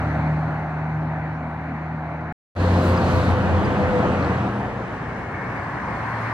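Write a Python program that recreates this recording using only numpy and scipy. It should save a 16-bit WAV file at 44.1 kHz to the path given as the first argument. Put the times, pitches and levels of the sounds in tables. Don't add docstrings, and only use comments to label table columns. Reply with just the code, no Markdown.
import sys
import numpy as np
from scipy import signal
from scipy.fft import rfft, irfft, next_fast_len
from scipy.io import wavfile
from scipy.ndimage import uniform_filter1d, map_coordinates

SR = 44100
rng = np.random.default_rng(int(sys.argv[2]) if len(sys.argv) > 2 else 0)


def store_wav(level_fs):
    pcm = np.round(np.clip(np.atleast_2d(level_fs), -1, 1) * 32767)
    wavfile.write(sys.argv[1], SR, pcm.T.astype(np.int16))


N = 279153
TIME_S = np.arange(N) / SR
CUT_S, BACK_S = 2.3248, 2.5515

# frequency_hz, coherence, left_lag_rad, left_minus_right_db
FAR_PORTS = [(320, 0.89, 0.24, 4), (490, 1, 0.22, -5.5), (860, 0.91, 0.13, 2), (1600, .87, 0.74, 0),
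             (2290, 0.6, 1.86, 4.5), (2850, 0.2, 2.4, -2.5), (3580, 0, 0.74, -2.5), (4300, .6, 0.27, -2.5),
             (6000, .3, 5.5, 7), (12000, .1, 0.83, -5.5)]
TRUCK_PORTS = [(320, 1, 0.05, 1.5), (490, .92, 0.46, 2), (860, 0.96, 0.57, 1.5), (1590, 0.66, 0.79, 1.5),
               (2240, 0.53, 3.1, -2.5), (2900, .4, 1.2, -5), (4300, .57, 0.44, 7), (5800, 0.61, 1.9, -1.5),
               (7000, .36, 1.9, 6), (12270, .25, 2.1, 1.5)]
CAR_PORTS = [(323, 1, -1.4, 2.5), (470, .88, 0.6, -2.5), (840, 1, -0.8, 0.6), (1560, 0.68, 0.3, 2),
             (2190, 0.48, 1.2, 4), (2860, .45, 1.4, -6.5), (3600, .1, 1.4, 0.5), (4200, .5, 0.074, 20),
             (7000, .4, 4, 13.5), (12000, .2, 10.5, 12)]
# frequency_hz, relative_db
HISS_SPECTRUM = [(1200, -36), (2500, -2.5), (4300, 0), (5200, -8.5), (8200, -18), (9500, -23),
                 (11500, -19.5), (13500, -28), (15500, -40)]


def amp(db):
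    return 10 ** (np.asarray(db) / 20)


def unit(x):
    return x / np.sqrt(np.mean(x ** 2) + 1e-20)


def along(rows, hz):
    knots_hz, *columns = np.transpose(rows)
    return np.array([np.interp(np.log(hz + 1), np.log(knots_hz + 1), c) for c in columns])


def curves(rows):
    knots_s, *columns = np.transpose(rows)
    return [np.interp(TIME_S, knots_s, c) for c in columns]


def gate(rows, rise_s, fall_s):
    start, end = rows[0][0], rows[-1][0]
    return np.interp(TIME_S, [start - rise_s, start, end, end + fall_s], [0, 1, 1, 0])


def glide(rows, hz, hz_per_s):
    return hz + hz_per_s * (TIME_S - rows[0][0])


def wobble(knots_per_s):
    knots = rng.standard_normal(int(N * knots_per_s / SR) + 4)
    return map_coordinates(knots, [TIME_S * knots_per_s])


def filtered(x, response):
    size = next_fast_len(N + 8192)
    return irfft(rfft(x, size) * response(np.fft.rfftfreq(size, 1 / SR)), size)[..., :N]


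def at_ports(pair, ports):
    # frequency_hz, coherence, left_lag_rad, left_minus_right_db
    bass_ports = [(130, 1, 0, 0), (240, .992, .06, .7)]
    ports = bass_ports + ports

    def split(hz):
        angle = np.arccos(np.clip(along(ports, hz)[0], 0, 1)) / 2
        return np.array([np.cos(angle), np.sin(angle)])

    def tilt(hz):
        _, lag_rad, pan_db = along(ports, hz)
        left = amp(pan_db / 2) * np.exp(-.5j * lag_rad)
        return np.array([left, 1 / left])

    mid, side = filtered(pair, split)
    return filtered(np.array([mid + side, mid - side]), tilt)


def rush(spectrum, ports, patchy_db):
    cells = signal.stft(rng.standard_normal((2, N)), nperseg=512)[2]
    patches = uniform_filter1d(rng.standard_normal(cells.shape[1:]), size=5, axis=0)
    patches = uniform_filter1d(patches, size=12, axis=1)
    pair = signal.istft(cells * amp(patchy_db * unit(patches)), nperseg=512)[1][:, :N]
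    shaped = filtered(pair, lambda hz: amp(along(spectrum, hz)[0]))
    return unit(at_ports(shaped, ports))


def roar(levels, spectrum, ports, rise_s=.04, fall_s=.04):
    flutter_db = .35 * wobble(9)
    gain = amp(curves(levels)[0] + flutter_db) * gate(levels, rise_s, fall_s)
    return gain * rush(spectrum, ports, patchy_db=1.2)


def alongside(level_db, arrives_s, leaves_s, halve_before_s, halve_after_s):
    s = np.arange(BACK_S, N / SR, 1 / 20)
    away = np.maximum(arrives_s - s, 0) / halve_before_s + np.maximum(s - leaves_s, 0) / halve_after_s
    return np.transpose([s, level_db - 20 * np.log10(1 + away)])


def tone(hz, rms_db, waver_rad):
    phase = 2 * np.pi * (np.cumsum(hz) / SR + rng.random()) + waver_rad * wobble(14)
    return np.sqrt(2) * amp(rms_db) * np.sin(phase)


def hum(levels, start_hz, hz_per_s, waver_rad):
    level_db = curves(levels)[0] + 4 * waver_rad * wobble(30)
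    return gate(levels, .039, .2) * tone(glide(levels, start_hz, hz_per_s), level_db, waver_rad)


def engine(levels, firing_hz, orders, rough_rad, dip_db=0):
    first_db, second_db = curves(levels)
    first_db = first_db - dip_db
    slow_db = uniform_filter1d(first_db, size=SR // 3)
    weak = sum(tone(k * firing_hz, slow_db + db + 4 * wobble(11), rough_rad * k) for k, db in orders)
    clean = tone(firing_hz, first_db, .08) + tone(2 * firing_hz, second_db, .14)
    return gate(levels, .054, .12) * (clean + weak)


def uphill_engine():
    levels = [(0, -28.5, -31), (.3, -32, -21), (.63, -39, -30), (.97, -37.5, -25.5), (1.32, -38.5, -30),
              (1.58, -38, -34), (1.95, -39, -30.5), (2.32, -39, -35)]
    orders = [(1.5, -6.5), (2.5, -12.5), (3, -7), (3.5, -10), (4, -10.5)]
    return engine(levels, glide(levels, hz=77, hz_per_s=.8), orders, rough_rad=.31)


def uphill_tyres():
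    levels = [(0, -57), (.2, -59.5), (.5, -63.5), (.9, -70)]
    return roar(levels, HISS_SPECTRUM, FAR_PORTS, fall_s=.4)


def distant_traffic():
    levels = [(0, -26.5), (.25, -28.5), (.6, -30.5), (1.1, -31.5), (1.7, -32), (2.32, -33)]
    spectrum = [(20, -53), (45, -20), (95, -10), (135, -9.5), (270, -5.5), (440, -16), (760, -4.5),
                (1150, -13), (1500, -12.5), (2300, -20), (3200, -41), (4100, -41.5), (5500, -53),
                (15500, -72.5)]
    return roar(levels, spectrum, FAR_PORTS)


def other_engines():
    pitches = [(107.5, 1.3, .3), (230.5, -1.2, .45), (202, -.5, .9), (120, -1.8, .39), (58, -.8, .3)]
    envelopes = [
        [(0, -31), (.3, -35), (.7, -45), (1.1, -36), (1.7, -50), (2.32, -43)],
        [(2.58, -34.5), (2.9, -31.5), (3.5, -44)],
        [(3.2, -41), (3.6, -30), (4.1, -35), (4.6, -35.5), (4.75, -39)],
        [(2.9, -37), (3.5, -30), (4.1, -44), (4.35, -31), (4.7, -39), (5.3, -42), (5.9, -38), (6.2, -33),
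         (6.33, -33)],
        [(2.58, -37), (3.5, -47), (5.2, -47), (6.33, -54)],
    ]
    return sum(hum(levels, *pitch) for levels, pitch in zip(envelopes, pitches))


def passing_roar():
    spectrum = [(20, -57), (50, -19.5), (75, -3.5), (140, -2.4), (270, -4.5), (420, -8), (650, -6.9),
                (1100, -10.5), (1800, -18), (2600, -25.5), (4300, -40), (5500, -44), (8000, -52),
                (15500, -75)]
    levels = alongside(-22.9, arrives_s=2.9, leaves_s=4.3, halve_before_s=1.0, halve_after_s=.31)
    return roar(levels, spectrum, TRUCK_PORTS, rise_s=.064)


def passing_hiss():
    levels = [(2.55, -46), (2.85, -44), (3, -47), (3.1, -42), (3.3, -45.5), (3.37, -54), (4.3, -62),
              (4.7, -69), (5.2, -73)]
    return roar(levels, HISS_SPECTRUM, TRUCK_PORTS, rise_s=.11, fall_s=.32)


def passing_engine():
    levels = [(2.58, -22, -36), (2.75, -19.5, -28), (3.2, -21, -32.5), (3.58, -21.5, -38), (3.7, -46, -42),
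              (3.79, -39, -38), (3.845, -22, -40), (3.92, -37, -37), (4.2, -30, -33), (4.36, -30, -39),
              (4.44, -42, -42)]
    orders = [(1.5, -19.5), (3, -19), (3.5, -15.5)]
    dips = [(2.815, 8), (2.99, 12), (3.1, 8), (3.235, 11), (3.38, 16), (3.47, 6)]
    half_width_s = .036
    dip_db = sum(db * np.exp(-((TIME_S - s) / half_width_s) ** 2) for s, db in dips)
    return engine(levels, glide(levels, hz=90, hz_per_s=-1.7), orders, rough_rad=.35, dip_db=dip_db)


def tyre_tread():
    levels = [(2.6, -36.5), (2.95, -31), (3.1, -37), (3.35, -33), (3.5, -38), (3.8, -32), (3.95, -23),
              (4.05, -37), (4.7, -45)]
    step_hz, step_at_s, step_width_s = 16, 4.1, .06
    drop_hz = step_hz / (1 + np.exp((step_at_s - TIME_S) / step_width_s))
    return hum(levels, start_hz=519 - drop_hz, hz_per_s=-12, waver_rad=.87)


def wake():
    spectrum = [(15, -60), (25, -14.5), (73, -4), (119, -1), (320, -16.5), (350, -15.5), (460, -47.5),
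                (770, -120)]
    full_db, from_s, to_s, breeze_db = -30.5, 3.1, 4.05, -57
    rise_db_per_s, fall_db_per_s = 90, 32
    noise = filtered(rng.standard_normal((2, N)), lambda hz: amp(along(spectrum, hz)[0]))
    eddies = amp(4.5 * np.array([wobble(22), wobble(22)]))
    wake_db = full_db - rise_db_per_s * np.maximum(from_s - TIME_S, 0)
    wake_db -= fall_db_per_s * np.maximum(TIME_S - to_s, 0)
    return (amp(wake_db) + amp(breeze_db) * (TIME_S > BACK_S)) * unit(eddies * noise)


def air_puffs():
    puffs = [(2.875, -51.5, 0.11), (3.16, -68.5, .14), (3.31, -61.5, 0.034), (3.65, -65.5, .04),
             (5.18, -72, 0.032), (5.52, -74, .05), (5.98, -71, .05), (6.1, -70, 0.055), (6.23, -65.5, .07)]
    spectrum = [(2500, -28), (5000, -0.5), (8000, -1), (12000, -4), (15500, -9.5)]
    swell = sum(amp(db) * np.exp(-np.abs((TIME_S - s) / (length / 2)) ** 3) for s, db, length in puffs)
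    return swell * rush(spectrum, TRUCK_PORTS, patchy_db=-4.0)


def turbo_whistle():
    course = [(2.95, 11800, -78), (3.1, 11500, -72), (3.65, 10500, -78), (4.2, 9900, -81), (4.9, 9600, -84)]
    hz, db = curves(course)
    phase = 2 * np.pi * np.cumsum(hz) / SR + 1.9 * np.array([wobble(700), wobble(700)])
    return gate(course, .05, .2) * np.sqrt(2) * amp(db + 4 * wobble(14)) * np.sin(phase)


def squeaks():
    pips = [(2.978, -38, 4800, 0.0096), (3.652, -45, 4850, 0.017), (4.227, -42, 4260, .008),
            (4.248, -43, 4190, 0.0091)]
    sound = np.zeros(N)
    for centre_s, peak_db, hz, length_s in pips:
        envelope = amp(peak_db) * np.exp(-((TIME_S - centre_s) / (length_s / 2)) ** 2)
        sound += envelope * np.sin(2 * np.pi * hz * TIME_S + 1.2 * wobble(540))
    return sound


def approaching_cars():
    spectrum = [(20, -59), (50, -8.5), (90, 1.5), (200, 0), (430, -9), (750, -6.5), (1100, -9), (1350, -9),
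                (1750, -6), (2250, -16), (3100, -33.5), (4100, -46), (5500, -46), (15500, -67.5)]
    levels = alongside(-32, arrives_s=5.2, leaves_s=6.4, halve_before_s=.9, halve_after_s=.9)
    return roar(levels, spectrum, CAR_PORTS)


def tyre_groove():
    levels = [(5.05, -53), (5.3, -47.5), (5.6, -44)]
    spectrum = [(1900, -40), (2120, -9), (2200, 7), (2280, -7), (2550, -40), (4000, -90)]
    return roar(levels, spectrum, CAR_PORTS, rise_s=.055, fall_s=.05)


def nearest_car():
    levels = [(5.45, -38), (5.7, -35.5), (5.95, -32.5), (6.1, -31), (6.33, -28)]
    spectrum = [(60, -30), (300, -10.5), (450, -22), (700, -6), (1080, -0.5), (1380, -11.5), (1730, -6),
                (2100, -13), (3000, -28.5), (6000, -48), (15500, -64.5)]
    return roar(levels, spectrum, CAR_PORTS, rise_s=.18)


def scene():
    tonal = uphill_engine() + passing_engine() + other_engines() + tyre_tread() + squeaks()
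    tones = at_ports(np.array([tonal, np.zeros(N)]), TRUCK_PORTS)
    road = distant_traffic() + uphill_tyres() + passing_roar()
    cars = approaching_cars() + nearest_car() + tyre_groove()
    air = passing_hiss() + air_puffs() + turbo_whistle() + wake()
    return tones + road + cars + air


def record(dry):
    resonances = [(4090, 380, 1), (6260, 630, 2.5), (8200, 740, 3), (9800, 500, 2.5), (11150, 720, 0.5)]
    fade_in = [(0, -24), (.009, -13), (.012, -5), (.035, -3.5), (.055, 1.5)]
    top_hz = 15750

    def cavities(hz):
        return amp(sum(db * np.exp(-((hz - centre) / width) ** 2) for centre, width, db in resonances))

    returning = amp(np.interp(TIME_S - BACK_S, *np.transpose(fade_in))) * (TIME_S > BACK_S)
    interrupted = filtered(dry, cavities) * np.where(TIME_S < CUT_S, 1, returning)
    return filtered(interrupted, lambda hz: hz < top_hz)


dry = scene()
out = record(dry)
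store_wav(out)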